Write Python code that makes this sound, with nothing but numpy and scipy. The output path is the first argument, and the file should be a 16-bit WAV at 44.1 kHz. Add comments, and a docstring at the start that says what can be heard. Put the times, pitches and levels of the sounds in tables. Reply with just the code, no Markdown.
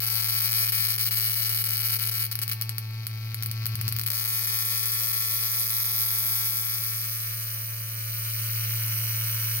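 """Ignition-coil tester, close up

A buzzer hums and ticks in a small room, firing a spark gap twice in every swing.
A hand widens the gap until the arc stutters into lone snaps over the ticking contacts,
then narrows it: the arc catches again, runs evenly and ends as a softer, ragged sizzle."""
import sys
import numpy as np
from scipy import signal
from scipy.fft import rfft, irfft, next_fast_len
from scipy.io import wavfile
from scipy.ndimage import uniform_filter1d, map_coordinates

SR = 44100
rng = np.random.default_rng(int(sys.argv[2]) if len(sys.argv) > 2 else 0)


def to_wav(s):
    """Save 16-bit WAV."""
    ch = np.atleast_2d(s).T  # columns
    pcm = np.round(np.clip(ch, -1, 1) * 32767)  # PCM
    wavfile.write(sys.argv[1], SR, pcm.astype(np.int16))


N = 423360
TIME = np.arange(N) / SR
TOP_HZ = 15950
WIDE_FROM_S, WIDE_TO_S = 2.267, 4.101  # the gap is too wide for a running arc


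def amp(db):
    """Decibels to gain."""
    return 10 ** (np.asarray(db) / 20)


def unit(x):
    """x at an RMS of one."""
    return x / np.sqrt(np.mean(x ** 2) + 1e-20)


def eq_curve(points, hz):
    """Each column after the frequency, read at hz on a log axis."""
    freqs, *columns = np.transpose(points)
    return np.array([np.interp(np.log(hz + 1), np.log(freqs), c) for c in columns])


def automation(rows, t):
    """Each column after the time, read at the times t."""
    knots, *columns = np.transpose(rows)
    return [np.interp(t, knots, c) for c in columns]


def wobble(rate):
    """A smooth random curve, rate knots a second."""
    return map_coordinates(rng.standard_normal(int(N * rate / SR) + 4), [TIME * rate])


def filtered(x, response):
    """x through a frequency response."""
    size = next_fast_len(N + SR // 2)
    return irfft(rfft(x, size) * response(np.fft.rfftfreq(size, 1 / SR)), size)[..., :N]


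def pulses(times, sizes, half_width=8):
    """A train of sharp pulses that may fall between samples."""
    at = times[:, None] * SR
    index = np.floor(at).astype(int) + np.arange(1 - half_width, half_width + 1)
    shape = np.sinc(index - at) * np.sinc((index - at) / half_width) * sizes[:, None]
    return np.bincount(np.clip(index, 0, N).ravel(), shape.ravel(), N + 1)[:N]


def fizzing(train, fizz_db, life_s, low_hz):
    """No two discharges take the same path: each pulse carries its own puff of bright noise."""
    decay = np.exp(-1 / (life_s * SR))
    power = signal.lfilter([1 - decay], [1, -decay], train ** 2)
    puffs = np.sqrt(abs(power)) * rng.standard_normal(N)
    return train + amp(fizz_db) * filtered(puffs, lambda hz: hz / np.hypot(hz, low_hz))


def ring(train, colour, low_hz=270, size=2048):
    """Every pulse becomes a minimum-phase stereo click of this colour."""
    hz = np.fft.rfftfreq(size, 1 / SR)
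    gain = amp(eq_curve(colour, hz)) * hz ** 2 / (hz ** 2 + low_hz ** 2)
    cepstrum = irfft(np.log(gain + 1e-4))
    cepstrum[:, 1:size // 2] *= 2
    cepstrum[:, size // 2:] = 0
    spectrum = np.exp(rfft(cepstrum))
    energy = np.mean(abs(spectrum * (hz < TOP_HZ)) ** 2)
    click = irfft(spectrum / np.sqrt(energy))
    return signal.oaconvolve(train[None], click, axes=1)[:, :N]


# Pitch of the buzzer: t/s, f/Hz
SWING_RATE = [(0, 112.092), (5.5, 112.088), (7, 112.05), (9.6, 112.04)]


def buzzer():
    """Two strokes a swing, the return a little early: swing count, stroke times and return flags."""
    swings = .06 + np.cumsum(automation(SWING_RATE, TIME)[0]) / SR
    stroke = np.arange(1, int(2 * swings[-1]))
    back = stroke % 2
    return swings, np.interp(stroke / 2 - .005 * back, swings, TIME), back


# Hum fader as the gap widens, is widest and narrows: t/s, relative level/dB
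HUM_WIDENING = [(0.02, -37.5), (1.34, -38), (3.03, -34)]
HUM_WIDEST = [(3.42, -32), (3.63, -29.7), (3.74, -29.5), (3.87, -27.5), (4.08, -31.5)]
HUM_NARROWING = [(4.13, -39.5), (5.131, -41.5), (6.65, -41.5), (6.96, -39), (8.05, -36), (8.73, -31.5),
                 (9.56, -32.5)]
HUM_FADER = HUM_WIDENING + HUM_WIDEST + HUM_NARROWING
# Core tone of the hum: harmonic, relative level/dB
HUM_PARTIALS = [(1, 3.5), (3, -29), (5, -54), (6, -36)]
# Buzz on top: harmonic, relative level/dB with the gap open, with a long spark, with a short spark
LOAD_PARTIALS = [(4, -70.5, -56.5, -64.5), (5, -81, -75, -58), (7, -65.5, -72.5, -71), (8, -56, -57.5, -69)]


def coil_hum(swings, waver_db=0.56, octave_db=-26):
    """The coil hums at the swing rate; its upper partials follow the arc's load."""
    snapping = uniform_filter1d(1. * ((TIME > WIDE_FROM_S) & (TIME < WIDE_TO_S)), size=1500)
    tone = sum(amp(db) * np.cos(2 * np.pi * k * swings) for k, db in HUM_PARTIALS)
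    # the hum has a faint octave during the stretch of lone snaps
    tone += snapping * amp(octave_db) * np.sin(4 * np.pi * swings)
    hum = unit(tone) * amp(automation(HUM_FADER, TIME)[0])
    narrow = np.sqrt(automation(GAP_STATE, TIME)[1])
    for k, open_db, long_db, short_db in LOAD_PARTIALS:
        loaded = amp(long_db + narrow * (short_db - long_db))
        hum += (snapping * amp(open_db) + (1 - snapping) * loaded) * np.sin(2 * np.pi * k * swings)
    return hum * amp(waver_db * wobble(25)) * amp([[.4], [-.4]])  # leans slightly left


# Dark bed of room noise: f/Hz, relative level/dB
ROOM_TONE_EQ = [(20, -1), (60, 7.5), (130, 10.5), (250, -4.5), (600, -1), (2000, -21), (6000, -46),
                (15000, -123)]


def room_tone(level_db=-62, width=0.62):
    """Faint room noise, partly alike on both sides."""
    noise = rng.standard_normal(N) + width * rng.standard_normal((2, N))
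    return amp(level_db) * unit(filtered(noise, lambda hz: amp(eq_curve(ROOM_TONE_EQ, hz))))


# Colour of a contact tick: f/Hz, left level/dB, right level/dB
TICK_EQ = [(220.0, -30, -68), (378, -10, -12), (680, -12.5, -18.5), (860, -9, 0), (1018, -2, -14),
           (1390, -7, -8), (1770, -2.5, -11), (1980, -5.5, -17.5), (2174, 2.5, -3.5), (2790, -6.5, -0.5),
           (3040, -2, -26), (3210, -10.5, -6), (3400, -8, -10), (4150, -1, -9.5), (4520, 2.5, -2.5),
           (5030, -3, -23), (5760, -6, -27), (6200, -15, -12.5), (7500, -23, -33), (10500.0, -19, -20),
           (12700, -10, -6), (14100, -6, -15), (15520, -11, -27)]


def contact_ticks(times, back, gain_db=-20, usual_hum_db=-33, back_db=-5):
    """The contacts tick on every stroke, softer on the return, harder as the coil hums louder."""
    scatter_db, late = rng.standard_normal((2, len(times)))
    drive_db = automation(HUM_FADER, times)[0] - usual_hum_db
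    sizes = amp(gain_db + drive_db + scatter_db + back_db * back)
    train = pulses(times + .000014 * late, sizes)
    return ring(fizzing(train, fizz_db=-4.5, life_s=0.001, low_hz=2500), TICK_EQ)


# Temper of the spark gap: t/s, misfire chance (0-1), narrowness (0-1, narrower is more ragged)
GAP_STATE = [(0, .12, 0), (1.3, .13, 0), (2.2, .36, 0), (4.1, .2, 0), (4.5, .02, 0), (6.6, 0, .05),
             (7.5, 0, .7), (9.6, 0, .9)]
# Where the arc strikes again after a brief dropout: t/s
DROPOUT_ENDS = [.72, .979, 1.108, 1.643, 1.987, 2.112]


def spark_train(times, back, dropout_s=.016, corona_db=-27, back_db=2.2, snap_db=3.5, restrike_db=-7):
    """Strokes fire the gap or leave a faint corona tick; a narrow gap fires unevenly and restrikes."""
    misfire, narrow = np.clip(automation(GAP_STATE, times), 0, 1)
    luck, restrike_lag = rng.random((2, len(times)))
    scatter, late, restrike_scatter = rng.standard_normal((3, len(times)))
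    pauses = [(WIDE_FROM_S, WIDE_TO_S)] + [(end - dropout_s, end) for end in DROPOUT_ENDS]
    dead = np.any([(times > start) & (times < end) for start, end in pauses], axis=0)
    missed = luck < misfire
    lone_miss = missed & ~np.roll(missed | dead, 1) & ~np.roll(dead, -1)  # chance misfires come singly

    settling = amp(np.interp(times, [4.1, 4.6], [0, -2]))  # the arc steadies once it has caught
    scatter = np.minimum(scatter, 1) * settling  # the coil's charge caps a spark
    sizes = amp(corona_db * (dead | lone_miss) + (0.7 - 1.5 * narrow) * scatter + back_db * back)
    sizes = np.maximum(sizes, amp(snap_db) * lone_snaps(times))

    unrest = amp(4 * np.interp(times, TIME, wobble(4)))  # the timing roughens in patches
    jitter_s = .000015 * unrest + .00011 * narrow
    onsets = times + jitter_s * late - .000175 * narrow * back  # a narrow gap fires early on the return
    restrike_sizes = sizes * narrow * amp(restrike_db + 1.8 * restrike_scatter)
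    restrikes = pulses(onsets + .000205 + .00052 * restrike_lag, restrike_sizes)
    return fizzing(pulses(onsets, sizes) + restrikes, fizz_db=-7, life_s=0.0002, low_hz=1200)


# Colours of the long spark, the even one and the short sizzle: f/Hz, left level/dB, right level/dB
LONG_SPARK_EQ = [(222, -51, -64), (368, -14, -13), (676, -25.5, -36.5), (880, -31, -17), (1100, -16, -22),
                 (1370, -15.5, -14.5), (1770, -11, -12.5), (1930, -13, -19), (2225, -8, -11),
                 (2880, -16.5, -11.5), (2880, -6, -20), (3550, -15.5, -15), (3510, -13, -19),
                 (4160, -6, -8.5), (4400, -1.5, -19), (4850, -5, -15.5), (5820, -6, -11.5),
                 (5930, -17.5, -12), (7300, -16.5, -18.5), (8000, -8, -21), (9350, -11, 2.5),
                 (10300, -2, -13), (11230, -4, 8.5), (12030, 7, -3.5), (13200, 7, 6.5), (13900, 3, -13),
                 (14900, 5.5, -3.5)]
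EVEN_SPARK_EQ = [(220, -65, -66), (386, -28.5, -21.5), (706, -27, -43), (902, -31, -14), (977, -13, -25.5),
                 (1380, -14.5, -15.5), (1570, -13.5, -16.5),              (1800, -10.5, -11),
                 (1950, -11, -20), (2340, -11.5, -14), (2590, -18, -9.5), (2650, -24, -35),
                 (3330, -12.5, -10), (3750, -12.5, -17.5), (4220, -10, -15), (4370, -6, -11),
                 (4840, -5.5, -22.5), (5880, -6.5, -10.5), (6400, -18, -8.5), (7260, -18, -22.5),
                 (8170, -8.5, -18), (9200, -13, -2.5), (10600, 0, -7.5), (11450, -7, 6), (12900, 7.5, 1),
                 (13400, 3.5, -6.5), (14200, 3.5, 2), (15580, 3.5, -7)]
SIZZLE_EQ = [(223, -46, -71), (378, -18, -18), (676, -28, -24), (895, -27, -63), (1035, -14, -16),
             (1550, -11.5, -15.5), (1920, -13, -17.5), (2170, -11.5, -9), (2700, -9.5, -7.5),
             (3040, -6, -18), (3240, -32, -11.5), (3460, -21, -21.5), (4260, -12.5, -8),
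             (4540, -14.5, -15.5), (5000, -14, -29.5), (5700, -6, -6.5), (6260, -10, -14), (7400, -16, -19),
             (9500, -10.5, 4), (10400, -9, -1), (12500, -2, 5), (13600, 0, 6), (14960, 8, 0),
             (15500, 3.5, -11.5)]
# Arc faders as the gap widens, is widest and narrows: t/s, crack level/dB, body level/dB (before trim)
ARC_WIDENING = [(0.1, -24.5, -36), (0.45, -22.5, -34), (2.22, -24.5, -37)]
ARC_WIDEST = [(2.32, -25.5, -38), (4.07, -24.5, -37.5)]
ARC_NARROWING = [(4.15, -25, -37), (6.39, -24, -38), (7.46, -30.5, -43.5), (7.77, -34, -46.5),
                 (8.51, -29, -41), (9.55, -27.5, -39.5)]


def arc(train, split_hz=7000, body_trim_db=1, crack_trim_db=-1.5):
    """Sparks turn from long to even to sizzling with the gap, each a body under a bright crack."""
    narrow = np.clip(automation(GAP_STATE, TIME)[1], 0, 1)
    even = np.interp(TIME, [3.8, 4.6], [0, 1])  # the electrode swings back across the dial
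    wide = train * (1 - narrow)
    sparks = ring(wide * (1 - even), LONG_SPARK_EQ) + ring(wide * even, EVEN_SPARK_EQ)
    sparks += ring(train * narrow, SIZZLE_EQ)
    body = filtered(sparks, lambda hz: 1 / (1 + (hz / split_hz) ** 10))
    crack = glancing(sparks - body)
    crack_db, body_db = automation(ARC_WIDENING + ARC_WIDEST + ARC_NARROWING, TIME)
    return amp(body_trim_db + body_db) * unit(body) + amp(crack_trim_db + crack_db) * unit(crack)


# Travel of the electrode on the dial: t/s, angle/degrees right of upright
DIAL_ANGLE = [(0, 42), (1.5, 46), (2.5, 58), (3.5, 65), (4, 55), (4.5, 30), (5.5, 5), (6, -8), (7, -48),
              (8, -88), (9.6, -92)]
# Reflections off hub, rim and hand at the dial's two ends:
# left-end delay/s, right-end delay/s, left-end relative level/dB, right-end relative level/dB
REFLECTIONS = [(.000345, 0.00028, -13, -20), (.00066, .00058, -12, -9), (.00122, 0.00104, -1, -10),
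               (.00186, .00168, -17, -6)]


def glancing(crack, dial_ends_deg=(-90, 65), left_db=-9, right_stretch=1.04):
    """The crack also arrives by short detours that change as the dial turns, so its bright peaks sweep."""
    n = np.arange(N)
    turned = np.interp(automation(DIAL_ANGLE, TIME)[0], dial_ends_deg, [0, 1])
    out, power = crack.copy(), np.ones((2, N))
    for left_end_s, right_end_s, left_end_db, right_end_db in REFLECTIONS:
        delay = SR * (left_end_s + turned * (right_end_s - left_end_s))
        gain = amp(left_end_db + turned * (right_end_db - left_end_db)) * amp([[left_db], [0]])
        left = map_coordinates(crack[0], [n - delay])
        right = map_coordinates(crack[1], [n - delay * right_stretch])
        out += gain * [left, right]
        power += gain ** 2
    return out / np.sqrt(power)


def case_and_room(clicks, predelay_s=0.0011, drift=1.17, positions=16):
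    """The metal case answers each click and the room rings on, shifting as hand and microphone move."""
    t = np.arange(SR // 3) / SR
    shade = amp([[0], [-2]])  # the right side faces away: less direct sound, more echo

    def tail(t60):
        noise = rng.standard_normal((2, len(t)))
        return unit(noise * amp(-60 * t / t60) * (t > predelay_s)) / np.sqrt(len(t))

    def echoes():
        return (amp(-9) * tail(t60=0.07) + amp(-11) * tail(t60=0.18)) / shade  # case, room

    tilt = [(500, -1.5), (4500, 0.5), (9000, 2.5)]  # small parts scatter treble best
    scattered = filtered(clicks, lambda hz: amp(eq_curve(tilt, hz)))
    resting = echoes()
    place = np.linspace(0, positions - 1, N)
    out = clicks * shade
    for k in range(positions):
        share = np.clip(1 - abs(place - k), 0, 1)  # neighbouring positions cross-fade
        paths = (resting + drift * echoes()) / np.sqrt(1 + drift ** 2)
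        start, end = np.flatnonzero(share)[[0, -1]]
        send = scattered[:, start:end] * share[start:end]
        echo = signal.oaconvolve(send, paths, axes=1)[:, :N - start]
        out[:, start:start + echo.shape[1]] += echo
    return out


# Hard snaps: t/s, relative level/dB, number of sparks, ducking of hum and ticks/dB
SNAPS = [(1.108, 1, 1, 0), (1.643, 1, 1, 0), (2.314, -1, 4, 2), (2.355, 0, 1, 1), (2.39, 0, 1, 1),
         (2.417, -1, 5, 1), (2.48, 0, 1, 1), (2.493, -6, 1, 0), (2.497, 0, 1, 1), (2.515, 0, 3, 1),
         (2.533, -2, 1, 1), (2.613, 0, 2, 0), (2.694, 0, 1, 0), (2.783, 1, 1, 1), (3.068, 0, 1, 7),
         (3.345, 2.5, 1, 7), (3.425, -1, 2, 4), (3.461, -1, 1, 4), (3.514, 0, 1, 5), (3.657, 1, 2, 7),
         (3.755, -1, 1, 16), (3.813, 1, 1, 9), (3.88, 4, 1, 6), (3.889, -2, 1, 12), (3.925, 0, 1, 7),
         (3.965, 0, 1, 3), (3.987, 0, 2, 6), (4.014, -1, 1, 7), (4.036, -2, 1, 5), (4.063, 1, 1, 3),
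         (4.067, -1, 1, 2), (4.076, 0, 2, 3), (4.103, 2, 1, 3)]


def lone_snaps(times, rise_db=0.1):
    """The fully charged coil jumps the gap, once or in a short burst: spark size on each stroke."""
    sizes = np.zeros(len(times))
    for start, db, count, _ in SNAPS:
        k = np.arange(count)
        step = 2 if count == 2 else 1  # a pair comes a whole swing apart
        sizes[np.argmin(abs(times - start)) + step * k] = amp(db + rise_db * k)
    return sizes


def snap_ducking(recovery_s=.032):
    """Hum and ticks duck briefly at most snaps and swell back: their gain at every sample."""
    gain = np.ones(N)
    for start, _, count, duck_db in SNAPS:
        end = start + (count > 1) / SWING_RATE[0][1]  # held one swing longer at a burst
        low = amp(-duck_db)
        corners = [start - .006, start - .003, end + .002, end + recovery_s]
        gain = np.minimum(gain, np.interp(TIME, corners, [1, low, low, 1]))
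    return gain


def scene():
    """Sparks and ticks with their echoes, over the hum and the room tone."""
    swings, times, back = buzzer()
    duck = snap_ducking()
    clicks = arc(spark_train(times, back)) + duck * contact_ticks(times, back)
    lead_s = np.array([[2.5], [-2.5]]) / SR  # the left side is nearer
    clicks = filtered(clicks, lambda hz: np.exp(2j * np.pi * hz * lead_s))
    return case_and_room(clicks) + duck * coil_hum(swings) + room_tone()


def record(dry):
    """A steep high cut at the band limit."""
    return filtered(dry, lambda hz: np.clip((TOP_HZ - hz) / 400 + .5, 0, 1))


dry = scene()
out = record(dry)
to_wav(out)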